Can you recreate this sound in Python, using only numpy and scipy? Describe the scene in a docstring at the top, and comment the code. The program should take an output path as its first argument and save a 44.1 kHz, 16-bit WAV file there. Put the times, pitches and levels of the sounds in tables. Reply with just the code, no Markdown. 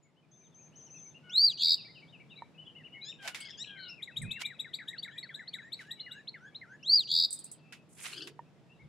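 """A low distant rumble comes first, with thin high notes and faint twitter from the trees. Close by, a
phoebe sings twice from a metal perch: an arched whistle, then a buzz whose pitch flicks up and down.
Its voice is a gliding tone filtered by throat and beak; nearby surfaces and the trees reflect it.
Between the songs other birds chirp, slur and whistle, among rustles and snaps of shaped noise
and a few ringing knocks and tinks."""
import sys
import numpy as np
from scipy import signal
from scipy.io import wavfile
from scipy.ndimage import map_coordinates

SR = 44100
rng = np.random.default_rng(int(sys.argv[2]) if len(sys.argv) > 2 else 0)


def put_to_file(sound):
    """Save the sound as 16-bit audio at rate SR, in the file named by the first command-line argument."""
    columns = np.atleast_2d(sound).T  # one column per channel
    safe = np.clip(columns, -1, 1)
    whole_steps = np.round(safe * 32767)
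    wavfile.write(sys.argv[1], SR, whole_steps.astype(np.int16))


N = 391608
TIME = np.arange(N) / SR
CUTOFF_HZ = 15750


def amp(db):
    """Decibels as an amplitude ratio."""
    return 10 ** (np.asarray(db) / 20)


def rms_one(x):
    """Normalisation to unit power."""
    return x / np.sqrt(np.mean(x ** 2) + 1e-20)


def at_hz(points, hz):
    """Interpolation on a log-frequency axis."""
    f, value = np.transpose(points)
    return np.interp(np.log(hz), np.log(f), value)


def add(track, s, sound):
    """Superposition of a sound on the track at s seconds."""
    i = max(round(s * SR), 0)
    track[i:i + len(sound)] += sound[:max(N - i, 0)]


def drift(t, rate):
    """Smooth random fluctuation with a spread near 1."""
    knots = rng.standard_normal(int((t[-1] - t[0]) * rate) + 4)
    return map_coordinates(knots, [(t - t[0]) * rate + 1], order=2)


def fade(count):
    """A cosine taper over a note's first and last two milliseconds."""
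    return signal.windows.tukey(count, min(1, SR / 250 / count))


def envelope(t, attack_s, release_s, edge_db):
    """Attack, hold and release, in dB relative to the held level."""
    return edge_db * np.maximum(0, np.maximum(1 - (t - t[0]) / attack_s, 1 - (t[-1] - t) / release_s))


def band(x, low_hz, high_hz):
    """Band-pass filtering between two frequencies."""
    return signal.sosfilt(signal.butter(2, [low_hz, high_hz], "band", fs=SR, output="sos"), x)


def tone(hz, db, partials_db, jitter):
    """A harmonic series on an unsteady fundamental; db is the rms of a 0 dB partial."""
    hz = hz * (1 + jitter * drift(np.arange(len(hz)) / SR, 300.3))
    phase = 2 * np.pi * np.cumsum(hz) / SR
    wave = sum(amp(p) * np.sin(k * phase) * (k * hz < SR / 2) for k, p in enumerate(partials_db, 1))
    return np.sqrt(2) * amp(db) * wave * fade(len(hz))


def glide(length, hz, db, sweep=0, arch=0, jitter=.013, partials_db=(0,)):
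    """A glissando that swells and fades; sweep (slide) and arch (droop at the ends) are shares of hz."""
    u = np.linspace(0, 1, max(int(length * SR), 2))
    bend = 1 + sweep * (u - .5) - arch * (2 * u - 1) ** 2
    return tone(hz * bend, db, partials_db, jitter) * np.sin(np.pi * u) ** 0.703


def noise(colour, coherence):
    """Partly coherent stereo noise: each half-octave has its own level and left-right correlation."""
    out, edges = 0, 30 * 2 ** (np.arange(19) / 2)
    white = rng.standard_normal((2, 2, N))
    for k, (low, high) in enumerate(zip(edges, edges[1:])):
        hz = np.sqrt(low * high)
        if colour[0][0] <= hz <= colour[-1][0]:
            mid, side = band(white[k % 2], low, high)
            alike = np.clip(at_hz(coherence, hz), -1, 1)
            stereo = np.sqrt(1 + alike) * mid + np.sqrt(1 - alike) * side * [[1], [-1]]
            out = out + amp(at_hz(colour, hz)) * stereo
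    return rms_one(out)


def ring(force, modes):
    """Modal resonance: a force drives a set of damped oscillators."""
    out = 0
    for hz, db, t60 in modes:
        r, w = amp(-60 / (t60 * SR)), 2 * np.pi * hz / SR
        out = out + amp(db) * signal.lfilter([0, np.sin(w)], [1, -2 * r * np.cos(w), r * r], force + 1e-18)
    return out


def trees(x, wet_db, t60, dull_hz, build_s=0.0013):
    """Scattering from trunks and branches adds a duller tail that builds up and dies in ragged clumps."""
    t = TIME[:SR]
    shared, left, right = rng.standard_normal((3, SR))
    ragged_db = 5 * np.tanh(drift(t, 90))
    onset = (t > .006) * (1 - np.exp(-t / build_s))
    tail = (shared + 0.6 * np.array([left, right])) * amp(-60 * t / t60 + ragged_db) * onset
    tail = signal.sosfilt(signal.butter(2, dull_hz, fs=SR, output="sos"), tail / np.linalg.norm(tail[0]))
    return x + amp(wet_db) * signal.fftconvolve(x[None], tail, axes=1)[:, :N]


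# Spectrum of the open air. Each row: frequency in Hz, relative level in dB.
AIR_SPECTRUM = [(30, -46), (145, 2), (830, -14), (1330, -20), (2550, -22), (8060, -36), (15500, -56)]
# Its loudness over time. Each row: time in seconds, gain in dB.
AIR_GAIN = [(0, -70), (.8, -61), (8.88, -62)]
# Its likeness in the two ears. Each row: frequency in Hz, correlation.
AIR_COHERENCE = [(60, 0.23), (400, 0.88), (10000, 0.11)]
def air():
    """Ambient noise: faint broadband hiss and a distant rumble gathered around one low resonance."""
    broadband = noise(AIR_SPECTRUM, AIR_COHERENCE)
    shared, own = rng.standard_normal(N), rng.standard_normal((2, N))
    drone_hz, t60 = 151, 0.13
    drone = rms_one(ring(np.gradient(shared + own, axis=1), [(drone_hz, 0, t60)]))
    return amp(np.interp(TIME, *np.transpose(AIR_GAIN))) * (amp(-1) * broadband + amp(-3) * drone)


# Very high, thin notes. Each row: start in seconds, length in seconds.
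THIN_NOTES = [(0.024, 0.053), (0.31, 0.2), (0.54, 0.17), (0.753, 0.15), (0.899, 0.23)]
def thin_notes():
    """Pure tones waver by random frequency modulation; the run sinks in pitch and grows louder."""
    out = np.zeros(N)
    floor_hz, excess_hz, settle_s = 6160, 1000, 0.17
    for s, length in THIN_NOTES:
        t = np.arange(s, s + length, 1 / SR)
        hz = floor_hz + excess_hz * np.exp(-t / settle_s)
        db = -71.5 + 19.5 * t[0] + envelope(t, attack_s=0.0072, release_s=0.035, edge_db=-21)
        add(out, s, tone(hz * (1 + 0.024 * drift(t, 40.3)), db, [0], jitter=0.013))
    return out


def twitter(low_hz=2006, high_hz=3790, bend=0.11, per_s=14, loudest_s=3.68):
    """A random stream of short glides, most of them falling; longer ones are louder."""
    out = np.zeros(N)
    starts = np.arange(0, N / SR, 1 / per_s)
    for s, (late, long, high, tilt) in zip(starts, rng.random((len(starts), 4))):
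        db = -58 - 5 * abs(s - loudest_s) + 10 * (long - .5)
        hz = low_hz * (high_hz / low_hz) ** high
        add(out, s + late / 20, glide(0.027 * (1 + long), hz, db, sweep=bend * (6 * tilt - 4), arch=bend))
    return out


HOOK_S, HOOK_ARCH = 0.044, 0.1
# Short hooked notes. Each row: start in seconds, top pitch in Hz, level in dB.
HOOKED_NOTES = [(0.939, 2665, -58.5), (1.141, 2850, -55), (2.356, 3985, -53.5), (3.012, 4030, -45.5),
                (3.522, 3340, -52), (3.879, 5390, -50.5), (4.426, 2374, -42), (8.79, 2220, -61)]
def hooks():
    """Pure tones whose frequency rises and falls along a parabola."""
    out = np.zeros(N)
    for s, hz, db in HOOKED_NOTES:
        add(out, s, glide(HOOK_S, hz, db, arch=HOOK_ARCH))
    return out


# Drawn-out calls. Each row: start and length in seconds, middle pitch in Hz, sweep share, level in dB.
DRAWLED_CALLS = [(1.227, 0.13, 731, -0.022, -59.5), (3.184, 0.15, 763, -0.14, -53),
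                 (3.653, .26, 775, -0.18, -54)]
# Their harmonics in dB, from the fundamental up.
DRAWL_HARMONICS = [-30.5, 0, -10, -4.5]
def drawls():
    """A weak fundamental under strong harmonics gives these sinking calls a nasal timbre."""
    out = np.zeros(N)
    for s, length, hz, sweep, db in DRAWLED_CALLS:
        add(out, s, glide(length, hz, db, sweep, partials_db=DRAWL_HARMONICS))
    return out


# Resonance of the throat and open beak. Each row: frequency in Hz, gain in dB.
THROAT_RESPONSE = [(3000, -16), (4300, -4), (4750, .5), (5200, 0), (6200, -12), (7800, -16.5),
                   (9500, -28.5), (11600, -25)]
def syrinx(t, hz, effort_db, overtone_db, jitter, shimmer_db):
    """Source and filter: the throat colours each harmonic of the phoebe's voice as it glides."""
    hz = hz * (1 + jitter * drift(t, 350.6))
    phase = 2 * np.pi * np.cumsum(hz) / SR
    soft_db = 1.7 * (effort_db - effort_db.max())   # the top overtones fade in soft singing
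    wave = 0
    for k in range(1, 5):
        db = at_hz(THROAT_RESPONSE, k * hz) + overtone_db * (k > 1) + soft_db * max(k - 2, 0)
        wave = wave + amp(db) * np.sin(k * phase) * (k * hz < SR / 2)
    return np.sqrt(2) * amp(effort_db + shimmer_db * drift(t, 200)) * wave * fade(len(t))


# First note of each song. Each row: time of the top in seconds, top pitch in Hz,
# rise and fall in seconds, effort in dB.
ARCHED_NOTES = [(1.447, 4722, .152, .09, -20.5), (6.95, 4800, .123, 0.094, -21.5)]
def phoebe_whistles(foot_hz=2542, roundness=1.85):
    """A near-parabolic glide carries the fundamental up into the throat resonance and down again."""
    out = np.zeros(N)
    for top_s, top_hz, rise, fall, db in ARCHED_NOTES:
        t = np.arange(-rise, fall, 1 / SR)
        hz = top_hz - (top_hz - foot_hz) * np.maximum(-t / rise, t / fall) ** roundness
        hz = hz * (1 + .005 * drift(t, 110))
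        effort_db = db + envelope(t, attack_s=.07, release_s=.044, edge_db=-18)
        add(out, top_s - rise, syrinx(t, hz, effort_db, overtone_db=-18, jitter=0.014, shimmer_db=3))
    return out


# Second note of each song. Each row: start and length in seconds, effort in dB,
# time of one crest in seconds, flicks per second.
BUZZ_NOTES = [(1.572, 0.186, -21.7, 1.587, 82.4), (7.072, 0.195, -22.7, 7.0925, 82.5)]
def phoebe_buzzes(start_hz=2757, settled_hz=3790, settle_s=.04):
    """Frequency modulation: each flick of pitch into the throat resonance is heard as a pulse."""
    out = np.zeros(N)
    swing_hz, half_width_s, creep_hz = 1195, 0.0022, 129
    for s, length, db, crest_s, per_s in BUZZ_NOTES:
        t = np.arange(0, length, 1 / SR)
        trough_hz = settled_hz + (start_hz - settled_hz) * np.exp(-t / settle_s)
        cycle = (per_s * (s + t - crest_s)) % 1
        flick = np.exp(-(np.minimum(cycle, 1 - cycle) / per_s / half_width_s) ** 2)
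        hz = trough_hz + swing_hz * flick - creep_hz * np.sin(2 * np.pi * cycle)
        effort_db = db + envelope(t, attack_s=.048, release_s=.013, edge_db=-18)
        add(out, s, syrinx(t, hz, effort_db, overtone_db=-15.5, jitter=0.016, shimmer_db=1.6))
    return out


def high_scatter(x, above_hz, wet_db, t60):
    """Directivity: overtones beam away from the beak and arrive by reflection, unlike in each ear."""
    t = TIME[:SR // 4]
    tail = rng.standard_normal((2, len(t))) * amp(-60 * t / t60)
    high = signal.sosfilt(signal.butter(8, above_hz, "high", fs=SR, output="sos"), x)
    return amp(wet_db) * signal.fftconvolve(high[None], tail / np.linalg.norm(tail[0]), axes=1)[:, :N]


# Reflections around the perch. Each row: delay in seconds, gain in dB.
PERCH_ECHOES = [(.0021, -11.5), (.0062, -14)]
def phoebe():
    """Two songs as direct sound, early reflections and reverberation from the trees."""
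    whistle, buzz = phoebe_whistles(), phoebe_buzzes()
    direct = whistle + buzz
    near = direct + sum(amp(db) * np.interp(TIME - delay, TIME, direct) for delay, db in PERCH_ECHOES)
    side_echo = amp(-21.5) * np.interp(TIME - .009, TIME, direct) * [[1], [-1]]   # widens the song
    spill = buzz + amp(-0.5) * whistle   # less of the whistle reaches the trees
    far = trees(spill, wet_db=-19.5, t60=0.5, dull_hz=4600, build_s=0.12) - spill
    return near + side_echo + far + high_scatter(near, above_hz=6400, wet_db=-0.5, t60=0.098)


def seesaw(start_s=1.592, period_s=.177, count=5):
    """Periodic alternation of a falling note and a low pip."""
    out = np.zeros(N)
    for s in start_s + period_s * np.arange(count):
        add(out, s, glide(0.05, hz=2737, db=-55.5, sweep=-0.243))
        add(out, s + .074, glide(0.0286, hz=2320, db=-57, arch=HOOK_ARCH))
    return out


# Hollow knocks. 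Each row: time in seconds, strength of the blow in dB.
KNOCK_BLOWS = [(2.421, -48), (8.392, -48)]
# Their modes. Each row: frequency in Hz, gain in dB, 60 dB decay time in seconds.
KNOCK_RESONANCES = [(936, 15, 0.034), (1816, -5, 0.058)]
def knocks():
    """Impulse response: single blows ring two modes, like drips on wood."""
    blows = np.zeros(N)
    for s, db in KNOCK_BLOWS:
        add(blows, s, amp([db]))
    return band(ring(blows, KNOCK_RESONANCES), low_hz=466, high_hz=2400)


def trill(start_s=2.577, period_s=.086, count=5, hz=2990):
    """Periodic repetition of a hooked note, each a little off pitch."""
    out = np.zeros(N)
    for s in start_s + period_s * np.arange(count):
        add(out, s, glide(HOOK_S, hz * rng.normal(1, 0.0283), db=-51, arch=HOOK_ARCH))
    return out


# Long whistles. Each row: start and length in seconds, middle pitch in Hz, sweep share, level in dB.
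LONG_WHISTLES = [(2.937, 0.082, 2180, 0, -51), (3.38, .09, 2185, -0.013, -51.5),
                 (3.823, 0.14, 2813, -0.15, -50.5), (4.227, 0.22, 2650, 0.2, -48),
                 (5.968, 0.23, 2864, -.06, -57.5), (7.579, .26, 2620, -.03, -68),
                 (8.692, 0.052, 2720, 0.11, -63)]
def whistles():
    """Pure tones, level or swept linearly in frequency."""
    out = np.zeros(N)
    for s, length, hz, sweep, db in LONG_WHISTLES:
        add(out, s, glide(length, hz, db, sweep))
    return out


def hoarse(note):
    """Fast, irregular amplitude modulation turns a note into a rasp."""
    return note * (.7 + .6 * drift(TIME[:len(note)], 650))


# Nasal upslurs. Each row: start and length in seconds, middle pitch in Hz, sweep share, level in dB.
NASAL_CALLS = [(3.04, 0.075, 1734, 0.19, -48), (3.571, 0.066, 1800, 0.27, -45)]
# Their harmonics at the onset in dB, from the fundamental up.
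NASAL_HARMONICS = [-18, -16.5, -6, -8.5]
def nasals():
    """The second harmonic swells as it rises into the throat resonance; a quick drop ends each call."""
    out = np.zeros(N)
    for s, length, hz, sweep, db in NASAL_CALLS:
        swell_db = np.linspace(0, 30.5, int(length * SR))
        partials_db = [p + swell_db * (k == 2) for k, p in enumerate(NASAL_HARMONICS, 1)]
        add(out, s, glide(length, hz, db, sweep, partials_db=partials_db))
        add(out, s + length, hoarse(glide(0.0164, hz=2760, db=db, sweep=-0.23)))
    return out


# Dry rustles, perhaps of wings. Each row: peak time in seconds, level in dB, swell and fade in seconds.
DRY_RUSTLES = [(3.281, -43, 0.077, 0.015), (4.42, -41, 0.028, 0.023), (5.813, -52.5, 0.048, 0.069),
               (8.052, -44.5, 0.084, 0.15)]
# Twig-like snaps. Each row: start in seconds, level in dB, 60 dB decay time in seconds.
TWIG_SNAPS = [(3.276, -34.5, 0.12), (3.346, -39, 0.2), (7.724, -46, 0.14), (8.273, -41.5, 0.082)]
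# The spectrum of both. Each row: frequency in Hz, relative level in dB.
RUSTLE_SPECTRUM = [(200, -27.5), (2200, 5), (10200, -12), (15500, -29)]
def rustles():
    """Amplitude-modulated noise: grainy swells make rustles, exponential decays make snaps."""
    level = np.zeros(N)
    for s, db, swell, fall in DRY_RUSTLES:
        t = np.arange(-swell, fall, 1 / SR)
        grain_db = 2 * drift(t, 500) + 3.8 * drift(t, 43)
        add(level, s - swell, amp(db + envelope(t, swell, fall, edge_db=-23.5) + grain_db))
    t = TIME[:SR // 4]
    for s, db, t60 in TWIG_SNAPS:
        add(level, s, amp(db - 60 * t / t60))
    return level * noise(RUSTLE_SPECTRUM, coherence=[(500, 1.0), (12000, 0.096)])


# Low whirrs. Each row: peak time in seconds, level in dB, half width in seconds, centre in Hz.
LOW_WHIRRS = [(3.271, -50, 0.028, 720), (8.244, -54.5, 0.1, 353)]
def whirrs(edge_ratio=1.18):
    """Narrow-band air noise in short swells, perhaps pushed by wings."""
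    out = 0
    for s, db, width, hz in LOW_WHIRRS:
        puff = band(rng.standard_normal(N), hz / edge_ratio, hz * edge_ratio)
        out = out + amp(db) * np.exp(-((TIME - s) / width) ** 2) * rms_one(puff)
    return out


# Hoarse calls. Each row: start in seconds, level in dB.
RASP_CALLS = [(3.401, -51), (8.121, -46)]
# Their harmonics in dB, from the fundamental up.
RASP_HARMONICS = [-12.5, 0.5, -1, -17]
def rasps(pulse_s=0.04):
    """Jitter and amplitude flutter roughen three quick rising pulses."""
    out = np.zeros(N)
    for s, db in RASP_CALLS:
        for k in range(3):
            hz = 1580 * rng.normal(1, .05)
            pulse = glide(pulse_s, hz, db, sweep=.2, arch=HOOK_ARCH, jitter=.05, partials_db=RASP_HARMONICS)
            add(out, s + k * pulse_s, hoarse(pulse))
    return out


# Thin, high tinks. Each row: start in seconds, strength of the crackle in dB.
TINK_CRACKLES = [(3.402, -41), (4.218, -41.5), (7.305, -34.5), (7.327, -29), (7.352, -44), (7.388, -40.5),
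                 (7.44, -37), (7.514, -37.5)]
# Their modes. Each row: frequency in Hz, gain in dB, 60 dB decay time in seconds.
TINK_RESONANCES = [(8134, 9, 0.011), (9310, -2, 0.02)]
def tinks():
    """Forced resonance: a brief crackle, unlike in the two ears, drives two high modes."""
    force, t = np.zeros((2, N)), TIME[:SR // 8]
    burst = (1 - np.exp(-t / 0.00099)) * amp(-60 * t / 0.11)
    for s, db in TINK_CRACKLES:
        for ear in force:
            add(ear, s, amp(db) * burst * rng.standard_normal(len(t)) / np.linalg.norm(burst))
    return band(ring(force, TINK_RESONANCES), low_hz=6000, high_hz=CUTOFF_HZ)


# Burry notes. Each row: start and length in seconds, middle pitch in Hz, sweep share, level in dB.
BURRY_NOTES = [(3.656, 0.087, 3170, 0.145, -50), (3.771, 0.12, 4140, -0.099, -50)]
def burrs():
    """Random modulation spreads an arched tone into a scratchy band."""
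    out = np.zeros(N)
    for s, length, hz, sweep, db in BURRY_NOTES:
        add(out, s, hoarse(glide(length, hz, db, sweep, HOOK_ARCH)))
    return out


def course(rows):
    """Linear interpolation of a contour: sample times, then each column at those times."""
    s, *columns = np.transpose(rows)
    t = np.arange(s[0], s[-1], 1 / SR)
    return [t] + [np.interp(t, s, c) for c in columns]


def slur(shape, starts, sag_per_s=0, partials_db=(0,)):
    """One glide, slightly transposed at each start; earlier ones lie higher by the sag."""
    out = np.zeros(N)
    t, hz, db = course(shape)
    for s in starts:
        tuning = rng.normal(1 + sag_per_s * (starts[-1] - s), 0.016)
        add(out, s + t[0], tone(hz * tuning, db, partials_db, jitter=0.025))
    return out


# Course of a chirp. Each row: time in seconds, pitch as a share of the top, gain in dB.
CHIRP_CONTOUR = [(0, 0.76, -19.5), (.011, 0.95, 1), (.019, 1, -3.5), (.03, .86, -18.5)]
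# Course of a falling slur. Each row: time in seconds, pitch in Hz, level in dB.
FALL_CONTOUR = [(0, 2266, -47), (.014, 1902, -48), (.045, 1311, -64.5)]
# A quick run that slows and fades. Each row: start in seconds, level in dB.
QUICK_RUN = [(4.02, -37.5), (4.161, -33), (4.305, -33.5), (4.446, -33.5), (4.59, -33.5), (4.732, -34.5),
             (4.876, -36.5), (5.024, -37), (5.175, -37.5), (5.338, -39), (5.531, -36.5), (5.719, -35.5),
             (5.905, -36.5), (6.108, -42)]
def quick_singer(top_hz=3909, climb_hz_per_s=65, slurs_end_s=5.65):
    """Rapid frequency sweeps: bright hooked chirps, all but the last few followed by a falling slur."""
    chirps = np.zeros(N)
    t, bend, swell_db = course(CHIRP_CONTOUR)
    octave_db = -36 + 902 * t   # the octave comes out as the note hooks down
    for s, db in QUICK_RUN:
        hz = top_hz + climb_hz_per_s * (s - QUICK_RUN[0][0])
        beak_db = 3 * drift(t, 136)
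        partials_db = [0, octave_db + beak_db, -28.5 + beak_db]
        add(chirps, s, tone(hz * bend ** rng.normal(1, 0.16), db + swell_db, partials_db, jitter=0.012))
    slurs = slur(FALL_CONTOUR, [s + .054 for s, _ in QUICK_RUN if s < slurs_end_s])
    song = trees(chirps + slurs, wet_db=-12.5, t60=0.36, dull_hz=6230)
    return song + high_scatter(chirps, above_hz=4000, wet_db=-3, t60=0.096)


# Soft thumps. Each row: peak time in seconds, level in dB, half width in seconds.
LOW_THUMPS = [(4.255, -39.5, 0.061), (8.858, -54, 0.042)]
# Their spectrum. Each row: frequency in Hz, relative level in dB.
THUMP_SPECTRUM = [(30, -13), (149, 4.5), (428, -38)]
def thumps():
    """Low-frequency noise under brief Gaussian envelopes."""
    level = sum(amp(db) * np.exp(-((TIME - s) / width) ** 2) for s, db, width in LOW_THUMPS)
    return level * noise(THUMP_SPECTRUM, AIR_COHERENCE)


# Upswing after a fall. 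Each row: time from the slur's start in seconds, pitch in Hz, level in dB.
RISE_CONTOUR = [(.04, 1268, -70), (.11, 1584, -52.5), (.152, 1690, -57.5)]
# A slower run. Each row: start in seconds, level in dB.
SLOW_RUN = [(4.732, -43), (4.976, -40), (5.221, -45.5), (5.471, -42.5), (5.721, -39.5), (5.993, -40),
            (6.271, -39.5), (6.544, -42.5)]
def slow_singer(top_hz=4630, sink_hz_per_s=290, chirp_s=0.031, climb_s=0.00498):
    """Pure chirps level off exponentially in pitch; after each, a slur falls and swings up again."""
    chirps, t = np.zeros(N), np.arange(0, chirp_s, 1 / SR)
    bend = 1 - .5 * np.exp(-t / climb_s)
    swell_db = envelope(t, attack_s=0.0088, release_s=0.0085, edge_db=-22.5)
    for s, db in SLOW_RUN:
        hz = top_hz - sink_hz_per_s * (s - SLOW_RUN[0][0])
        add(chirps, s, tone(hz * bend, db + swell_db, [0], jitter=0.023))
    starts = [s + .07 for s, _ in SLOW_RUN]
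    rises = slur(RISE_CONTOUR, starts, sag_per_s=.11, partials_db=[0, -32, -33, -22.5])
    return trees(chirps + slur(FALL_CONTOUR, starts) + rises, wet_db=-10, t60=0.19, dull_hz=5300)


def swish(peak_s=8.03, db=-48, swell_s=0.139, fade_s=0.27):
    """High feather noise, uncorrelated between the ears, flutters and swells into the last rustle."""
    level, t = np.zeros(N), np.arange(-swell_s, fade_s, 1 / SR)
    swell_db = envelope(t, swell_s, fade_s, edge_db=-23.5) + 3.1 * drift(t, 114.7)
    add(level, peak_s - swell_s, amp(db + swell_db))
    return level * rms_one(band(rng.standard_normal((2, N)), low_hz=6700, high_hz=10300))


def panned(x, left_db):
    """A level difference between the ears places a sound to one side."""
    return x * amp([[left_db / 2], [-left_db / 2]])


def scene():
    """Superposition: the phoebe in front, everything else around it."""
    singers = panned(phoebe(), 0.3) + panned(quick_singer(), 4.5) + panned(slow_singer(), 1)
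    pure_calls = whistles() + hooks() + trill() + seesaw() + twitter() + thin_notes()
    harsh_calls = nasals() + drawls() + burrs() + rasps()
    far_birds = trees(pure_calls + harsh_calls, wet_db=-6.5, t60=0.21, dull_hz=6960)
    small_noises = rustles() + swish() + whirrs() + knocks() + tinks()
    return singers + panned(far_birds, 5) + panned(small_noises, -2.5) + air() + thumps()


def record(dry):
    """A steep low-pass filter removes the highest treble."""
    return signal.sosfilt(signal.ellip(10, .1, 70, CUTOFF_HZ, fs=SR, output="sos"), dry)


dry = scene()
out = record(dry)
put_to_file(out)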